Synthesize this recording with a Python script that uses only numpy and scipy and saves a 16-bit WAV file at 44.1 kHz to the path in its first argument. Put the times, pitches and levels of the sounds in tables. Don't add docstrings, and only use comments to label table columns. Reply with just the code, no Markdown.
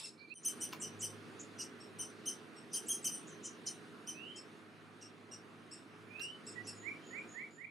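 import sys
import numpy as np
from scipy import signal
from scipy.fft import rfft, irfft
from scipy.io import wavfile
from scipy.ndimage import uniform_filter1d, map_coordinates

SR = 44100
rng = np.random.default_rng(int(sys.argv[2]) if len(sys.argv) > 2 else 0)


def magnitude_from_level(level_db):
    exponent = np.asarray(level_db, float) / 20
    return 10 ** exponent


def persist_wave(psi):
    counts = np.round(np.clip(psi, -1, 1) * 32767).astype(np.int16)
    wavfile.write(sys.argv[1], SR, np.atleast_2d(counts).T)


N = 339570
CUT_S = 0.343


def unit(x):
    return x / np.sqrt(np.mean(x ** 2) + 1e-20)


def along(points, hz):
    f, v = np.transpose(points)
    return np.interp(np.log(hz + 1), np.log(f + 1), v)


def wobble(rate, size=N):
    knots = rng.standard_normal(int(size * rate / SR) + 4)
    return map_coordinates(knots, [np.arange(size) * rate / SR])


def rush(gain, patchy_db):
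    # hz, likeness (0 to 1)
    likeness = [(60, 0.21), (130, 0.45), (290, 0.83), (640, 0.72), (1410, 0.45), (3100, 0.31), (6820, 1),
                (15000, 0.4)]
    # hz, left_minus_right_db
    lean_points = [(60, -2), (110, 0.5), (200, 0), (380, -3), (700, -3), (1290, -4), (2380, -0.5),
                   (4400, 0.0), (8120, -0.5), (15000, 0.5)]
    z = signal.stft(rng.standard_normal((2, N + 512)), nperseg=512)[2]
    field = uniform_filter1d(rng.standard_normal(z.shape[1:]), 6, 0)
    field = uniform_filter1d(field, 14, 1)
    pair = signal.istft(z * magnitude_from_level(patchy_db * unit(field)), nperseg=512)[1][:, :N]
    hz = np.fft.rfftfreq(N, 1 / SR)
    angle = np.arccos(np.clip(along(likeness, hz), -1, 1)) / 2
    mid, side = rfft(pair) * gain(hz) * [np.cos(angle), np.sin(angle)]
    lean = magnitude_from_level(along(lean_points, hz) / 2)
    return unit(irfft([(mid + side) * lean, (mid - side) / lean], N))


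def add(out, s, call, pan_db, wet_db, t60, rise, wide, gap=0):
    t = np.arange(SR // 2) / SR
    late = np.maximum(t - gap, 0)
    decay = magnitude_from_level(-60 * late / t60 + 3 * wobble(300, size=len(t))) * (1 - np.exp(-late / rise))
    a, b = rng.standard_normal((2, len(t))) * decay
    echoes = np.array([a + wide * b, a - wide * b]) * magnitude_from_level(wet_db) / np.linalg.norm(a)
    echoes[:, 0] = magnitude_from_level([min(pan_db, 0), min(-pan_db, 0)])
    heard = signal.fftconvolve(call[None], echoes, axes=1)
    start = round(s * SR)
    limit = round(CUT_S * SR) if s < CUT_S - 0.02 else N
    stop = min(start + heard.shape[1], limit)
    heard *= np.clip((stop - start - np.arange(heard.shape[1])) / (0.003 * SR), 0, 1)
    out[:, max(start, 0):stop] += heard[:, max(-start, 0):stop - start]


def surroundings(begging):
    # start_s, rumble_db
    town = [(0.75, -55), (1.99, -56.5), (2.29, -56), (2.44, -57.5), (2.67, -57.5), (2.87, -55.5),
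            (4.59, -58.5), (4.65, -61), (6.23, -59.5), (6.55, -56), (6.87, -57), (7.2, -56.5)]
    # hz, level_db (per Hz)
    rumble_band = [(15, -93), (25, -48.5), (75, -70), (83, -47), (97, -10.5), (184, -4), (233, -3.5),
                   (264, -2), (418, -2.5), (700, -23), (910, -36.5), (1540, -120)]
    # hz, level_db (per Hz)
    murmur_band = [(350, -94.5), (600, -4.5), (746, -2.5), (808, -7), (1270, -1.5), (2430, -8.5),
                   (2730, -9.5), (3400, -18.5), (4420, -24), (7480, -120)]
    # hz, level_db (per Hz)
    air_band = [(1760, -7.5), (3000, -1.5), (3690, -1), (4440, -4.5), (6060, -9.5), (7510, -14),
                (9230, -10.5), (11000, -19.5), (14500, -25), (15600, -40.5)]
    # pitch_hz, width_hz, level_db (relative to the air)
    insects = [
        (9430, 300, -10),
        (10230, 110, -17),
    ]
    # levels in dB of rumble, murmur, air
    earlier_db = [-62.5, -70.5, -84]
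    t = np.arange(N) / SR
    s, town_db = np.transpose(town)
    mean_db = town_db.mean()
    swell_db = np.interp(t, s, town_db - mean_db)
    fade = np.clip(np.minimum((t - CUT_S) / 0.2, 1 - (t - 7.23) / 0.66), 0.1, 1)
    later = fade * magnitude_from_level([mean_db + 1.0 + swell_db, -62.5 + 0.5 * swell_db, -75 + 0.85 * swell_db])
    lingering = magnitude_from_level(22.5 * np.exp(-(t / 0.092) ** 2))
    earlier = magnitude_from_level(earlier_db)[:, None] * [np.clip(t / 0.055, 0.3, 1), 1.3 - 2.0 * t, lingering]
    rumble, murmur, air = np.where(t < CUT_S, earlier, later)
    crown_s = 0.55
    spread = signal.fftconvolve(begging[0] ** 2, np.exp(-t[:SR] / crown_s) / (crown_s * SR))[:N]
    hiss = np.sqrt(air ** 2 + magnitude_from_level(2 * -33.5) * np.abs(spread) * (t > CUT_S))
    out = rumble * magnitude_from_level(-1.05) * rush(lambda f: magnitude_from_level(along(rumble_band, f)), patchy_db=0.5)
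    out += machine(rumble)
    out += murmur * magnitude_from_level(2.5) * rush(lambda f: magnitude_from_level(along(murmur_band, f)), patchy_db=1.26)
    out += hiss * magnitude_from_level(7.5) * rush(lambda f: magnitude_from_level(along(air_band, f)), patchy_db=2.0)
    for hz, width_hz, db in insects:
        out += air * magnitude_from_level(db) * rush(lambda f: np.exp(-((f - hz) / width_hz) ** 2), patchy_db=3.0)
    return out


def machine(rumble):
    # start_s, level_db (2nd order)
    load = [
        (0.4, -79),
        (0.87, -62),
        (1.54, -66),
        (1.7, -77),
        (1.84, -69.5),
        (2.6, -80.5),
        (6.54, -69.5),
        (6.62, -64.5),
        (7.7, -80),
    ]
    # multiple, level_db (over the mean load), follows (share of the load swing)
    orders_low = [(2, 4, 1), (3, 4, 0.23)]
    # multiple, level_db (relative to the rumble)
    orders_up = [(4, -10.5), (4.5, -7), (6, -8.5), (8, -10.5), (10, -17.5)]
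    shaft_hz = 52.86 * (1 + 0.00401 * wobble(0.7))
    turn = 2 * np.pi * np.cumsum(shaft_hz) / SR + np.array([[-0.15], [0.15]])
    s, load_db = np.transpose(load)
    mean_db = load_db.mean()
    swing_db = np.interp(np.arange(N) / SR, s, load_db - mean_db)
    out = np.zeros((2, N))
    for k, db, follows in orders_low:
        level = magnitude_from_level(mean_db + db + follows * swing_db + 3.5 * wobble(6))
        out += level * np.sin(k * turn + 0.53 * wobble(5))
    for k, db in orders_up:
        level = rumble * magnitude_from_level(db + 0.71 * wobble(1.145) + [[-1.2], [1.2]])
        out += level * np.sin(k * turn[0] + 0.47 * wobble(4))
    return out


def chirps():
    # start_s, level_db (2nd partial), pitch_hz (top), gape_db (3rd partial relative to 2nd)
    calls = [(-.025, -48, 2740, -2), (0.036, -47.5, 2760, -3), (0.344, -64.5, 3065, 9.5),
             (0.451, -43, 3120, 5), (0.613, -46.5, 3074, 3), (.819, -46, 3060, -5.5),
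             (1.02, -44, 3070, -0.5), (1.591, -46.5, 2960, -3.5), (1.805, -57.5, 2807, -7.5),
             (1.991, -48.5, 3086, 3), (2.26, -44.5, 3123, 0), (2.563, -64, 2780, 2),
             (2.734, -44.5, 3146, 3.5), (2.887, -43, 3215, 5.5), (3.047, -40, 3112, -1),
             (3.116, -52.5, 3030, 8), (3.301, -63, 3130, -9.5), (3.444, -52.5, 3100, -4.5),
             (3.661, -52.5, 3076, 3.5), (4.073, -47, 3107, -3), (4.364, -53.5, 2740, -5),
             (5.016, -56.5, 2860, -5), (5.316, -54.5, 2914, -4.5), (5.715, -53.5, 2750, -2),
             (6.214, -50.5, 2860, -2), (6.469, -52.5, 2744, -0.5), (6.672, -47.5, 2764, -2.5)]
    # hz, gain_db
    throat = [(2000, -13), (2600, -16.5), (3100, -10.5), (3700, 4), (4400, 1), (4900, 0.5), (6200, 5.5),
              (9500, 2), (11000, -9), (12500, -18), (14000, -25.5), (16000, -28.5)]
    out = np.zeros((2, N))
    for s, db, hz, third_db in calls:
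        above_khz = (hz - 3000) / 1000
        length = 0.032 + 0.0008 * third_db + 0.014 * above_khz
        t = np.arange(int((length + 0.00545) * SR)) / SR
        drop = np.exp((t - t[-1]) / 0.00365)
        climbed = 0.271 + 0.008 * (db + 47)
        lost = 0.265 + 0.008 * (db + 47.5) + 0.121 * (s < CUT_S / 2)
        arch = 1 - climbed * np.exp(-t / 0.00469) - lost * drop
        pitch = hz * arch * (1 + 0.007 * wobble(338, size=len(t)))
        phase = 2 * np.pi * np.cumsum(pitch) / SR
        first_db = -4 + 12.5 * above_khz - along(throat, hz)
        bright_db = third_db + 1.0 * (db + 49)
        source = [first_db, 0, third_db, bright_db, bright_db - 7.5 + 0.6 * (db + 45)]
        tone = np.zeros(len(t))
        for k, partial_db in enumerate(source, 1):
            rasp = 1 + 0.25 * wobble(348, size=len(t))
            rasp += np.exp(-t / 0.0085) * wobble(1000, size=len(t))
            level = magnitude_from_level(partial_db + along(throat, k * pitch) - 6.1 * abs(k - 2) * drop)
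            tone += level * rasp * np.sin(k * phase)
        shape = (1 - np.exp(-t / 0.0042)) ** 2 * (1 - np.exp((t - t[-1]) / 0.0011))
        add(out, s - 0.006, magnitude_from_level(db - 1.5) * shape * tone, pan_db=0, wet_db=2, t60=0.2, rise=0.003, wide=0.27)
    return out


def wheezes():
    # start_s, level_db (peak), throat_hz, length_s
    calls = [(.003, -66, 7860, 0.0079), (.426, -49, 6370, 0.022), (0.597, -41.5, 8400, .025),
             (0.793, -41, 7950, 0.033), (0.987, -41, 7240, 0.036), (1.387, -49, 6530, 0.03),
             (1.571, -46, 5870, 0.058), (2.71, -45.5, 5740, 0.051), (2.858, -48, 7440, 0.023),
             (3.022, -43.5, 7500, 0.053), (3.264, -54.5, 6800, 0.023), (3.425, -41, 6630, 0.043),
             (3.663, -35, 6000, .011), (4.353, -50.5, 6600, 0.02), (5.003, -59.5, 5900, 0.018),
             (5.322, -60, 7800, 0.015), (6.447, -61.5, 7100, 0.026), (6.634, -57, 6100, 0.042)]
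    out = np.zeros((2, N))
    for s, db, hz, length in calls:
        rate_hz = 857 + 1.07 * (db + 46)
        t = np.arange(int(length * SR)) / SR
        unsteady = 1 + 0.077 * t / length * wobble(419, size=len(t))
        phase = 2 * np.pi * np.cumsum(rate_hz * unsteady) / SR
        width_hz = 400 + 1300 * t / length
        buzz = np.zeros(len(t))
        for k in range(5, 15):
            passed = np.exp(-((k * rate_hz - hz) / width_hz) ** 2)
            buzz += passed * (1 + 1.64 * wobble(546, size=len(t))) * np.sin(k * phase)
        shape = np.sin(np.pi * t / length) ** 1.04
        add(out, s, magnitude_from_level(db - 14.5) * shape * buzz, pan_db=-2, wet_db=9.5, t60=0.14, rise=0.002, wide=0.043)
    return out


def slur(s, length, from_hz, to_hz, db):
    u = np.linspace(0, 1, num=21)
    curved = np.clip(0.101 / length, 0, 1)
    glide = curved * np.sin(np.pi / 2 * u ** 0.95) ** 2 + (1 - curved) * u
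    loudest = 0.5
    rising_db = -18 * np.abs(1 - u / loudest) ** 1.45
    swell_db = np.where(u < loudest, rising_db, -30 * length * (u - loudest))
    return np.transpose([s + length * u, from_hz + (to_hz - from_hz) * glide, db + swell_db])


def note(s, length, hz, db, attack, attack_db, release_db, sag):
    top = s + attack * length
    return [(s, hz * (1 + sag), db + attack_db), (top, hz, db), (s + length, hz * (1 - sag), db + release_db)]


def sing(phrases, gain_db, flutter, flutter_db, flutter_rate, **place):
    out = np.zeros((2, N))
    for rows in phrases:
        s, hz, db = np.transpose(rows)
        t = np.arange(s[0], s[-1], 1 / SR)
        pitch = np.interp(t, s, hz) * (1 + flutter * wobble(flutter_rate, size=len(t)))
        level = magnitude_from_level(gain_db + np.interp(t, s, db) + flutter_db * wobble(flutter_rate / 2, size=len(t)))
        edges = np.minimum(1, np.minimum((t - s[0]) / 0.003, (s[-1] - t) / 0.0054))
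        add(out, s[0], level * edges * np.sin(2 * np.pi * np.cumsum(pitch) / SR), **place)
    return out


def whistler():
    # start_s, length_s, from_hz, to_hz, level_db
    slurs = [
        (0.166, 0.091, 2300, 2380, -63.5),
        (0.293, 0.049, 2360, 2690, -53),
        (4.105, .22, 2376, 3150, -58),
        (6.073, 0.24, 2303, 3040, -53),
        (6.818, 0.087, 1843, 2372, -50),
        (7.104, .095, 1816, 2445, -48.5),
        (7.337, 0.097, 1723, 2346, -50),
        (7.568, 0.088, 1763, 2354, -56),
    ]
    # start_s, length_s, pitch_hz, level_db
    pips = [
        (6.554, .07, 1944, -47),
        (7.012, .07, 3150, -71),
    ]
    far_right = dict(flutter=0.0076, flutter_db=3.5, flutter_rate=194.7, pan_db=-32)
    rises = [slur(*row) for row in slurs]
    level_notes = [note(*row, attack=0.42, attack_db=-16, release_db=-8, sag=-0.0069) for row in pips]
    out = sing(rises, gain_db=11.0, wet_db=-7.0, t60=0.2, rise=0.0036, wide=0.61, gap=0.023, **far_right)
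    out += sing(level_notes, gain_db=9.5, wet_db=-21.5, t60=0.32, rise=0.015, wide=0.8, gap=0.022, **far_right)
    return out


def burry_bird():
    # start_s, length_s, pitch_hz, level_db
    burrs = [
        (0.175, .09, 4300, -62.5),
        (.275, 0.1, 4250, -64),
    ]
    rows = [note(*row, attack=0.25, attack_db=-10, release_db=-19, sag=0.0089) for row in burrs]
    return sing(rows, gain_db=3.0, flutter=0.049, flutter_db=3, flutter_rate=990,
                pan_db=-4, wet_db=-8.0, t60=0.27, rise=0.01, wide=0.94)


def ticks():
    # start_s, level_db (peak), ring_hz, t60_s
    knocks = [
        (0.724, -46, 4250, 0.0088),
        (0.728, -37.5, 2760, 0.018),
        (.7325, -37, 1034, 0.029),
        (6.196, -45.5, 4100, 0.013),
        (6.199, -50.5, 1620, 0.056),
    ]
    out, t = np.zeros((2, N)), np.arange(SR // 10) / SR
    high_pass = signal.butter(2, 700, "high", fs=SR, output="sos")
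    for s, db, hz, t60 in knocks:
        ring = np.sin(2 * np.pi * hz * t) * (1 - np.exp(-t * hz / 0.19))
        crack = 1.35 * uniform_filter1d(rng.standard_normal(len(t)), size=5)
        knock = signal.sosfilt(high_pass, magnitude_from_level(db - 60 * t / t60) * (ring + crack))
        add(out, s, knock, pan_db=0, wet_db=-5, t60=0.15, rise=0.002, wide=0.4)
    return out


def trilling_bird():
    # start_s, length_s, pitch_hz, level_db
    trills = [
        (6.485, 0.067, 6950, -62),
        (6.746, 0.12, 6960, -57.5),
        (7.032, .12, 6890, -59.5),
        (7.173, .035, 7430, -65),
        (7.274, 0.083, 6860, -56.5),
        (7.504, 0.09, 7020, -64.5),
    ]
    rows = [note(*row, attack=0.4, attack_db=-10, release_db=-8, sag=0.0036) for row in trills]
    return sing(rows, gain_db=0.5, flutter=0.02, flutter_db=4, flutter_rate=500,
                pan_db=-2.0, wet_db=-5, t60=0.31, rise=0.0078, wide=0.075)


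def scene():
    since_cut = np.arange(N) / SR - CUT_S
    fade_in = np.where(since_cut < 0, 1, np.minimum(since_cut / 0.019, 1))
    begging = (chirps() + wheezes()) * fade_in
    birds = begging + whistler() + burry_bird() + trilling_bird()
    return birds + ticks() + surroundings(begging)


def low_pass(x):
    return signal.sosfilt(signal.butter(12, 15740, fs=SR, output="sos"), x)


def record(dry):
    hz = np.fft.rfftfreq(N, 1 / SR)
    limited = irfft(rfft(dry) * (hz < 15740) / (1 + (45 / (hz + 1)) ** 3), N)
    return low_pass(limited)


dry = scene()
out = record(dry)
persist_wave(out)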